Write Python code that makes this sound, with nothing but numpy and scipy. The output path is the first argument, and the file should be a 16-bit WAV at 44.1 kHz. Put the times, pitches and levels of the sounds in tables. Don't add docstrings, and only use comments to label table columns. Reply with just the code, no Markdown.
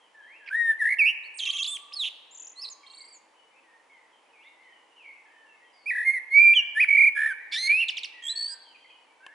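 import sys
import numpy as np
from scipy import signal
from scipy.fft import rfft, irfft, next_fast_len
from scipy.io import wavfile
from scipy.ndimage import uniform_filter1d, map_coordinates

SR = 44100
rng = np.random.default_rng(int(sys.argv[2]) if len(sys.argv) > 2 else 0)


def inscribe(sig):
    pcm = np.round(np.clip(np.atleast_2d(sig).T, -1, 1) * 32767)
    wavfile.write(sys.argv[1], SR, pcm.astype(np.int16))


N = 411883
TIME = np.arange(N) / SR
TOP_HZ = 11000

# t/s, f/Hz, level/dB
ARCH = [(0.506, 1473, -41.5), (0.51, 1478, -35), (0.552, 1796, -22.5), (0.572, 1896, -27.5),
        (0.614, 1879, -22), (0.636, 1855, -27), (0.662, 1842, -22.5), (0.71, 1783, -20), (0.733, 1740, -33)]
WARBLE = [(0.793, 2020, -42), (0.807, 1910, -26), (0.825, 1710, -20.5), (0.835, 1738, -28.5),
          (0.857, 1757, -19.5), (0.889, 1858, -22), (0.897, 2074, -25.5), (0.935, 2094, -19.5),
          (0.944, 2139, -27.5)]
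SCOOP = [(0.992, 2710, -19.5), (1.02, 2317, -16.5), (1.04, 2222, -22), (1.048, 2251, -19.5),
         (1.062, 2489, -18.5), (1.088, 2730, -19), (1.104, 2830, -26.5), (1.112, 2793, -27)]
SQUEAL_LOW = [(1.674, 3370, -32.5), (1.686, 3525, -31), (1.702, 3423, -39), (1.722, 3570, -33.5),
              (1.742, 3543, -36.5), (1.768, 3125, -35.5)]
SQUEAL_HIGH = [(1.68, 7330, -39.5), (1.712, 8200, -40.5), (1.756, 8084, -46), (1.77, 7872, -58)]
SLIDE = [(1.96, 4562, -42), (1.972, 4389, -32), (1.984, 4229, -42), (2.0, 3884, -28), (2.044, 3064, -30),
         (2.056, 3037, -28.5), (2.064, 3400, -30.5), (2.085, 3010, -34)]
PEAKED_SQUEAK = [(2.562, 4000, -54), (2.598, 4420, -39), (2.608, 4563, -50), (2.622, 5390, -37),
                 (2.632, 5240, -39), (2.654, 3930, -34.5), (2.678, 4330, -47), (2.687, 3870, -37)]
# t/s, f/Hz, level/dB
OPENING = [(5.865, 2333, -31.5), (5.891, 2587, -30), (5.901, 2437, -24.5), (5.913, 1856, -24),
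           (5.947, 1863, -35.5), (5.955, 1785, -24.5), (5.967, 1890, -29.5), (5.975, 1769, -25),
           (6.04, 1845, -29)]
LILT = [(6.05, 2067, -32.5), (6.062, 2148, -25), (6.08, 2116, -17.5), (6.1, 2119, -18.5),
        (6.116, 2156, -30.5), (6.144, 2142, -26.5), (6.185, 1948, -29.5)]
LONG_FLUTE = [(6.31, 2146, -38), (6.318, 2123, -31), (6.354, 2257, -15.5), (6.386, 2300, -11),
              (6.404, 2370, -14.5), (6.426, 2382, -15.5), (6.472, 2362, -13.5), (6.535, 2363, -17)]
HIGH_FALL = [(6.549, 3380, -32.5), (6.571, 3057, -14.5), (6.585, 2976, -20.5), (6.593, 2850, -15.5),
             (6.61, 2810, -27)]
HOOK = [(6.755, 1700, -38.5), (6.775, 1748, -22), (6.795, 1910, -23), (6.805, 2348, -16.5),
        (6.815, 2525, -16), (6.827, 2538, -19.5), (6.837, 2340, -16), (6.843, 2296, -20)]
HIGH_ROLL = [(6.888, 2224, -19), (7.018, 2256, -14.5), (7.08, 2278, -16), (7.088, 2287, -17)]
LOW_ROLL = [(7.156, 1716, -39), (7.172, 1662, -24.5), (7.226, 1713, -22.5), (7.254, 1710, -25),
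            (7.264, 1778, -20), (7.294, 1734, -31), (7.312, 1575, -29.5), (7.326, 1518, -31)]
SCRAPE = [(7.521, 2173, -37.5), (7.539, 2357, -30.5), (7.553, 2310, -38)]
NASAL_RISE = [(7.528, 1720, -62), (7.544, 1785, -39), (7.552, 1786, -45), (7.56, 1720, -33.5),
              (7.59, 2023, -36.5), (7.62, 2066, -48), (7.632, 2115, -32.5), (7.672, 2125, -29)]
CLEAR_RISE = [(7.68, 2227, -21), (7.688, 2155, -30.5), (7.698, 2288, -16), (7.768, 2570, -24),
              (7.808, 2796, -22.5), (7.814, 2733, -22.5), (7.838, 2618, -22.5)]
STEP_UP = [(8.228, 3230, -44.5), (8.274, 3270, -32), (8.288, 3450, -29.5), (8.296, 3890, -29.5),
           (8.314, 4050, -29.5), (8.328, 4040, -31.5)]
THIN_RISE = [(8.361, 4340, -32), (8.391, 4428, -30), (8.467, 4480, -30.5), (8.481, 4564, -36.5),
             (8.523, 4880, -40), (8.542, 4820, -41)]
THIN_TOP = [(8.235, 7672, -53), (8.271, 7600, -39.5), (8.307, 7820, -39), (8.331, 7940, -50),
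            (8.427, 7990, -45.5), (8.457, 8320, -53), (8.533, 8042, -44.5)]


def undb(db):
    return 10 ** (np.asarray(db) / 20)


def unit(x):
    return x / np.sqrt(np.mean(x ** 2))


def colour(hz, points):
    f, db = np.transpose(points)
    return undb(np.interp(np.log(np.maximum(hz, 1)), np.log(f), db))


def walk(size, rate):
    knots = rng.standard_normal(int(size * rate / SR) + 4)
    return map_coordinates(knots, [np.arange(size) * rate / SR], order=3, mode="nearest")


def fade(t, edge_s):
    to_edge = np.minimum(t - t[0], t[-1] - t)
    return np.sin(np.pi / 2 * np.clip(to_edge / edge_s, 0, 1)) ** 2


def add(track, start_s, x):
    i = int(np.clip(start_s * SR, 0, N))
    track[i:i + len(x)] += x[:N - i]


def spread(mid, side):
    return np.array([mid + side, mid - side])


def high_pass(order, hz):
    return signal.butter(order, hz, "high", fs=SR, output="sos")


def hush(level_db=-62, width=0.5):
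    # f/Hz, relative level/dB
    hush_curve = [(30, -30), (100, -30), (175, -24.5), (250, -15), (320, -7), (385, -12), (460, -5),
                  (700, -7.5), (900, 0), (1150, -7), (1420, -12.5), (2000, -9.5), (3000, -14),
                  (3900, -21.5), (7000, -25), (11000, -28)]
    size = next_fast_len(N)
    noise = spread(rng.standard_normal(size), width * rng.standard_normal(size))
    hz = np.arange(size // 2 + 1) * SR / size
    shaped = irfft(rfft(noise) * colour(hz, hush_curve), size)[:, :N]
    return unit(shaped) * undb(level_db)


def trees(x, low_t60, high_t60, width):
    t = np.arange(2 * SR) / SR
    noise = spread(rng.standard_normal(len(t)), width * rng.standard_normal(len(t)))
    low = signal.sosfiltfilt(signal.butter(2, 4200, fs=SR, output="sos"), noise)
    low_tail = low * undb(-60 * t / low_t60)
    high_tail = undb(3.5) * (noise - low) * undb(-60 * t / high_t60)
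    tail = (low_tail + high_tail) * (1 - np.exp(-t / 0.0017))
    tail /= np.sqrt(np.sum(np.mean(low ** 2) * undb(-120 * t / low_t60) * SR / 8400))
    return signal.fftconvolve(x[None], tail, axes=1)[:, :N]


def branches(x, reach_s, count=60):
    echoes = np.zeros((2, SR // 4))
    for delay, size, side in rng.random((count, 3)):
        i = int((0.0039 + reach_s * delay) * SR)
        pan = 1 + np.array([1, -1]) * (2 * side - 1)
        echoes[:, i] += (2 * size - 1) * np.exp(-3 * delay) * pan
    echoes /= np.sqrt(np.sum(echoes ** 2) / 2)
    return signal.fftconvolve(x[None], echoes, axes=1)[:, :N]


def hoarseness(t):
    # start/s, end/s, roughness 0-1
    hoarse_spans = [(.456, .496, .44), (1.384, 1.414, 0.4), (1.42, 1.596, 0.34), (1.64, 1.682, 0.27),
                    (2.035, 2.105, 0.23), (2.638, 2.716, 0.15), (6.803, 6.86, .07), (7.152, 7.342, 0.08),
                    (7.504, 7.554, 0.26), (7.565, 7.735, 0.06), (7.806, 7.86, 0.09), (7.88, 8.06, 0.37)]
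    rough = np.zeros(len(t))
    for start, end, amount in hoarse_spans:
        rough[(t > start) & (t < end)] = amount
    rough = uniform_filter1d(rough, size=150)
    wobble = rough * walk(len(t), 1100)
    flutter = (1 + rough * walk(len(t), 1500)) / np.sqrt(1 + rough ** 2)
    return wobble, flutter


def chirp(length, pitches, octave_db, jitter, edge, start_s=0):
    t = np.arange(0, length, 1 / SR)
    hz = np.polyval(np.polyfit([0, .5, 1], pitches, deg=2), t / t[-1])
    wobble, flutter = hoarseness(start_s + t)
    phase = 2 * np.pi * np.cumsum(hz * (1 + jitter * walk(len(t), 400))) / SR + wobble
    tone = np.sin(phase) + undb(octave_db) * np.sin(2 * phase)
    return unit(tone * flutter * fade(t, edge * t[-1]))


def far_whistles():
    # t/s, length/s, start f/Hz, middle f/Hz, end f/Hz, level ahead of the distance gains/dB
    far_calls = [(0.142, .09, 1790, 1704, 1614, -53), (0.244, 0.14, 1632, 2187, 2896, -53),
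                 (0.396, 0.078, 1800, 1677, 1610, -55), (2.832, 0.018, 2340, 2277, 2200, -54),
                 (2.981, 0.082, 2293, 2140, 2140, -58), (3.554, 0.049, 2530, 2610, 2550, -62.5),
                 (3.632, 0.16, 2035, 1836, 1900, -63.5), (3.891, 0.11, 2184, 2146, 1910, -59),
                 (4.326, .115, 2750, 2340, 3210, -60.5), (4.432, 0.058, 3340, 3550, 3860, -64),
                 (4.445, 0.045, 1920, 2180, 2095, -55), (4.598, .14, 2140, 2002, 1795, -57),
                 (4.96, .115, 3080, 2570, 2234, -55.5), (5.042, 0.092, 2317, 2224, 2210, -50),
                 (5.067, 0.14, 2500, 2494, 2670, -65.5), (5.255, .04, 1790, 1720, 1705, -59.5),
                 (5.3, .2, 1844, 1780, 1724, -60.5), (5.723, .15, 5080, 4610, 4490, -67),
                 (6.519, .12, 1747, 1856, 1510, -52.5), (7.375, 0.11, 1780, 1976, 1702, -48),
                 (8.119, 0.33, 2006, 1834, 1832, -51.5), (8.479, 0.084, 1676, 1577, 1525, -57.5),
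                 (8.746, 0.018, 2330, 2510, 2260, -52), (8.843, 0.022, 2128, 2087, 2050, -55.5),
                 (8.9, 0.019, 2530, 2500, 2520, -54), (9.198, 0.15, 1502, 1670, 1864, -55)]
    # t/s, level ahead of the distance gains/dB
    far_chirps = [(0, -67), (3.9, -74), (5.018, -74), (5.26, -78), (5.639, -69.5), (8.646, -60),
                  (8.798, -63), (8.883, -60.5)]
    chirp_s, chirp_hz = 0.091, (3303, 3090, 2960)
    calls = np.zeros(N)
    repeats = [(s, chirp_s, *chirp_hz, db) for s, db in far_chirps]
    for s, length, *pitches, db in far_calls + repeats:
        add(calls, s, undb(db) * chirp(length, pitches, octave_db=-31.5, jitter=0.02, edge=0.099))
    return calls


def far_blurs():
    # start/s, end/s, f/Hz, rate of change/Hz, level ahead of the distance gains/dB
    blurs = [(1.434, 2.009, 1163, 90.9, -60), (2.555, 2.955, 1092, 151.6, -64),
             (8.489, 8.698, 948, 88.4, -63.5)]
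    calls = np.zeros(N)
    for start, end, hz, width_hz, db in blurs:
        t = np.arange(start, end, 1 / SR)
        envelope = walk(len(t), width_hz) + 1j * walk(len(t), width_hz)
        band = envelope * np.exp(2j * np.pi * hz * t)
        add(calls, start, undb(db) * band.real * fade(t, 0.021))
    return calls


def far_chorus(count=64, softest_db=-66.5, shortest_s=.025, spread_s=.12):
    chorus = np.zeros(N)
    for when, length, height, bend, loud in rng.random((count, 5)):
        pitches = (1850 + 1350 * height) * (1 + (bend - .6) * np.array([-.2, 0, .1]))
        call = chirp(shortest_s + spread_s * length, pitches, octave_db=-40.5, jitter=0.008, edge=0.37)
        add(chorus, when * N / SR, undb(softest_db) * (1 + loud) * call)
    return chorus


def far_birds(direct_db=-2, wood_db=-3):
    calls = far_whistles() + far_blurs()
    echo = trees(calls + far_chorus(), low_t60=0.72, high_t60=0.61, width=0.59)
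    return undb(direct_db) * calls + undb(wood_db) * echo


def tick(start_s=9.265, db=-39, crack_db=-9):
    # f/Hz, relative level/dB, t60/s
    modes = [(1070, -2.5, .035), (1760, -2, 0.045), (2650, 5.5, 0.008), (3050, -3, 0.03)]
    t, out = TIME[:SR // 10], np.zeros(N)
    ring = sum(undb(gain_db - 60 * t / t60) * np.sin(2 * np.pi * hz * t) for hz, gain_db, t60 in modes)
    crack = undb(crack_db) * rng.standard_normal(len(t)) * np.exp(-t / 0.0028)
    add(out, start_s, undb(db) * signal.sosfilt(high_pass(1, 500), ring + crack))
    return out


def chips():
    # t/s, length/s, start f/Hz, middle f/Hz, end f/Hz, level/dB
    slurs = [(.461, 0.017, 2760, 2590, 2190, -50), (.475, 0.0086, 2580, 2250, 2080, -40),
             (.486, 0.008, 2100, 2350, 2640, -36.5), (1.232, 0.048, 3500, 4450, 4210, -58),
             (1.34, 0.048, 8430, 8560, 8500, -54), (1.368, 0.019, 8560, 8050, 5900, -45),
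             (1.921, 0.012, 2330, 3380, 5000, -45), (1.935, 0.013, 5160, 5070, 5000, -37),
             (2.308, 0.044, 6800, 7370, 7380, -55), (2.625, 0.033, 2650, 2625, 2520, -55.5),
             (2.698, 0.039, 7400, 6720, 6160, -46), (3.1, 0.061, 4770, 4620, 4430, -57),
             (3.122, 0.06, 8300, 7140, 6600, -55)]
    # start/s, end/s, period/s, chip length/s, start f/Hz, middle f/Hz, end f/Hz,
    # climb/(Hz per s), level at mid-trill ahead of the scatter/dB
    trills = [(2.348, 2.522, .0242, .017, 5420, 7060, 6740, -1800, -45.5),
              (2.864, 3.081, 0.035, 0.0204, 3650, 4490, 4350, 2396, -49),
              (2.913, 3.11, 0.034, 0.021, 9200, 8020, 7260, 405, -57)]
    # t/s, level of the lower voice/dB
    snaps = [(7.883, -26), (7.967, -32), (8.032, -33.5)]
    snap_hz, snap_upper_hz = (4256, 3090, 2618), (5990, 4900, 3970)
    snap_s, snap_lag_s, snap_upper_db = .019, .0105, -41
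    rows = list(slurs)
    for start, end, period, length, start_hz, middle_hz, end_hz, climb, db in trills:
        for s in np.arange(start, end, period):
            off = s - (start + end) / 2
            edge = (2 * off / (end - start)) ** 2
            shallow = .36 * edge + .25 * rng.standard_normal()
            pitches = np.array([start_hz + shallow * (middle_hz - start_hz), middle_hz, end_hz])
            shape_db = -4.5 * edge - 30 * off + 1.9 * rng.standard_normal()
            rows.append((s, length, *(pitches + climb * off), db + shape_db))
    for s, db in snaps:
        rows.append((s, snap_s, *snap_hz, db))
        rows.append((s + snap_lag_s, snap_s, *snap_upper_hz, snap_upper_db))
    return rows


def syllable(note, octave_db, upper_db, nasal_steady=0.75, follow=0.54):
    s, hz, db = np.transpose(note)
    below_peak_db = db - db.max()
    nasal = min(undb(octave_db - db.max()), 1)
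    rel_db = follow * (1 - nasal_steady * nasal) * below_peak_db - db
    return np.transpose([s, hz, db, octave_db + rel_db, upper_db + rel_db])


def sung(note, bend_hz, octave_db, upper_db):
    attack_s, attack_db = .007, -14.5
    release_s, release_db = 0.0057, -10
    first = note[0] + np.array([-attack_s, 0, attack_db])
    last = note[-1] + np.array([release_s, bend_hz, release_db])
    return syllable(np.vstack([first, note, last]), octave_db, upper_db)


def squeak(start, length, start_hz, end_hz, db, octave_db, held_hz, ratio=1, count=24):
    t = np.linspace(0, length, count)
    drop, flick = np.exp(-t / .0052), np.exp((t - length) / 0.00419)
    held = held_hz - 4880 * t
    hz = ratio * (held + (start_hz - held) * drop + (end_hz - held) * flick)
    swell_db = 50 * (t - length / 2)
    glide_db = -9 * (drop + flick)
    flicker_db = 4.6 * rng.standard_normal(count)
    note = np.transpose([start + t, hz, db + swell_db + glide_db + flicker_db])
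    return syllable(note, octave_db, upper_db=-59)


def score(held_hz=3342, under_ratio=.82, under_share=0.53, under_octave_db=-16):
    # note, pitch bend on release/Hz, octave level/dB, higher overtones ahead of the
    # voice's trim/dB; overtones at the note's loudest
    lead_notes = [(ARCH, -69, -56, -62), (WARBLE, 40, -57.5, -57), (SCOOP, -100, -53, -58),
                  (SQUEAL_HIGH, 60, -70, -74), (SLIDE, -250, -52.5, -61), (PEAKED_SQUEAK, 1800, -60, -64),
                  (OPENING, 100, -59.5, -62), (LILT, -45.5, -57.5, -56), (LONG_FLUTE, 510, -51, -57),
                  (HIGH_FALL, 65, -49, -71), (HOOK, -800, -53, -55.5), (HIGH_ROLL, -120, -59, -56.5),
                  (LOW_ROLL, -60, -53.5, -56.5), (NASAL_RISE, 61, -29.5, -48.5),
                  (CLEAR_RISE, -350, -53.5, -54), (STEP_UP, 74, -55, -70), (THIN_RISE, -120, -60, -66)]
    # note, pitch bend on release/Hz, octave level/dB, higher overtones ahead of the
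    # voice's trim/dB; overtones at the note's loudest
    second_notes = [(SQUEAL_LOW, -1300, -49, -51), (SCRAPE, -250, -40.5, -63), (THIN_TOP, -1200, -70, -74)]
    # t/s, length/s, start f/Hz, end f/Hz, level/dB, octave/dB, other side/dB
    squeaks = [(1.387, 0.0612, 5610, 3230, -31.5, -44.5, -49), (1.452, 0.064, 4114, 4900, -31, -43.5, -31),
               (1.519, 0.058, 4440, 3950, -32.5, -42.5, -40.5), (1.58, .058, 3713, 5620, -28.5, -37.5, -34),
               (1.641, 0.028, 4510, 5330, -31, -47, -28)]
    lead = [sung(*row) for row in lead_notes]
    second = [sung(*row) for row in second_notes]
    for s, length, start_hz, end_hz, db, octave_db, under_db in squeaks:
        lead.append(squeak(s, length, start_hz, end_hz, db, octave_db, held_hz))
        under = squeak(s, under_share * length, start_hz, held_hz, under_db,
                       under_db + under_octave_db, held_hz, under_ratio)
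        second.append(under)
    return lead, second


def quaver(t):
    # start/s, end/s, rate/Hz, pitch swing/Hz, loudness dip 0-1
    quavers = [(0.505, 0.543, 54.7, 60, 0.64), (0.834, 0.944, 59.3, 123, 0.6),
               (1.055, 1.123, 162.6, 150, 0.22), (2.037, 2.102, 131.2, 420, 0),
               (2.64, 2.7, 112.5, 199, 0.6), (5.908, 6.045, 43.8, 126, 0.47),
               (6.133, 6.193, 96.3, 60.5, 0.16), (6.879, 6.969, 45.5, 69.4, 0.93),
               (6.97, 7.089, 33.6, 119.4, 0.43), (7.172, 7.297, 71.1, 68.6, 0.83),
               (8.205, 8.293, 69, 29.9, 0.84), (7.8, 7.838, 141.5, 90, .3), (8.352, 8.489, 58, 39.3, .85)]
    swing, gain = np.zeros(len(t)), np.ones(len(t))
    for start, end, rate, swing_hz, dip in quavers:
        on = (t > start) & (t < end)
        cycle = -np.cos(2 * np.pi * rate * (t[on] - start))
        swing[on] = swing_hz * cycle
        gain[on] = (1 - dip * ((1 - cycle) / 2) ** 2) / (1 - dip * 0.14)
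    return uniform_filter1d(swing, size=60), uniform_filter1d(gain, size=60)


def syrinx(syllables, jitter, overtone_db, rasp):
    # f/Hz, gain/dB
    beak_curve = [(3000, -12), (4400, -7), (5300, -3.5), (6200, -6), (7100, -5), (7700, -13), (9300, 3.5),
                  (10500, 7)]
    throat_db, throat_hz = -9, 2850
    nasal_tilt_db, flute_tilt_db = 9, 0.5
    out = np.zeros(N)
    for rows in syllables:
        s, *columns = np.transpose(rows)
        s = np.sort(s)
        t = np.arange(s[0], s[-1], 1 / SR)
        hz, db, octave_db, upper_db = (uniform_filter1d(np.interp(t, s, c), size=160) for c in columns)
        swing, gain = quaver(t)
        wobble, flutter = hoarseness(t)
        hz = (hz + swing) * (1 + jitter * walk(len(t), 500))
        phase = 2 * np.pi * np.cumsum(hz) / SR + wobble
        gliding = np.tanh(abs(np.gradient(uniform_filter1d(hz, size=300))) * SR / 12000)
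        unrest = (rasp + 0.27 * np.maximum(gliding, abs(swing) > 1)) * walk(len(t), 1200)
        octave = np.sin(2 * phase + 3 * unrest) * (2 * hz < TOP_HZ)
        tone = np.sin(phase) + undb(octave_db) * octave
        tone += undb(throat_db) * wobble * np.sin(2 * np.pi * throat_hz * t)
        tilt_db = nasal_tilt_db * np.minimum(undb(octave_db), 1) - flute_tilt_db
        for k in range(3, 7):
            level = undb(upper_db + overtone_db - tilt_db * (k - 4.5)) * colour(k * hz, beak_curve)
            tone += level * np.sin(k * (phase + unrest)) * (k * hz < TOP_HZ)
        add(out, s[0], np.sqrt(2) * tone * undb(db) * gain * flutter * fade(t, 0.0013))
    return out


def blackbird(coupling_db=-11, air_db=-23):
    lead_syllables, second_syllables = score()
    lead = syrinx(lead_syllables, jitter=0.0058, overtone_db=-1.5, rasp=0.023)
    second = syrinx(second_syllables, jitter=0.0029, overtone_db=-6.5, rasp=0.076)
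    lead_z, second_z = signal.hilbert(np.array([lead, second]), next_fast_len(N))[:, :N]
    sum_tone = np.real(lead_z * second_z) / (abs(lead_z) + abs(second_z) + 1e-6)
    song = lead + second + undb(coupling_db) * sum_tone
    for s, length, *pitches, db in chips():
        chip = chirp(length, pitches, octave_db=-19.5, jitter=0.014, edge=0.1, start_s=s)
        add(song, s, undb(db) * chip)
    high_notes = signal.sosfiltfilt(high_pass(8, 3200), song)
    force = np.sqrt(np.maximum(uniform_filter1d(high_notes ** 2, size=200), 0))
    air = signal.sosfilt(high_pass(2, 2200), rng.standard_normal(N))
    return song + undb(air_db) * air * force


def scene():
    # t/s, left minus right/dB
    balance_sway = [
        [(0.47, -5.5), (0.61, 7.5), (0.72, -1), (0.86, 2.5), (0.93, -4.0), (1.31, -3.5), (1.39, -3.5),
         (2.01, -2.5), (2.04, -4), (2.41, 4), (2.65, -4), (3.15, -2)],
        [(5.88, -4.5), (6.01, 2), (6.11, -6), (6.21, 0), (6.43, -8.0), (6.73, 2.0), (6.9, -7.0), (7.21, -2.5),
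         (8.09, -3), (8.14, -8.5), (8.4, 1.5), (8.54, -6.5)],
    ]
    song = signal.sosfiltfilt(high_pass(6, 1250), blackbird())
    balance_db = np.interp(TIME, *np.vstack(balance_sway).T)
    direct = song * undb(np.array([balance_db, -balance_db]) / 2)
    early = undb(-13) * branches(song, reach_s=0.047)
    tail = undb(-13) * trees(song, low_t60=1.14, high_t60=0.49, width=0.67)
    return hush() + far_birds() + tick() + tail + early + direct


def record(dry):
    return signal.sosfilt(signal.ellip(10, .2, 70, TOP_HZ, fs=SR, output="sos"), dry)


dry = scene()
out = record(dry)
inscribe(out)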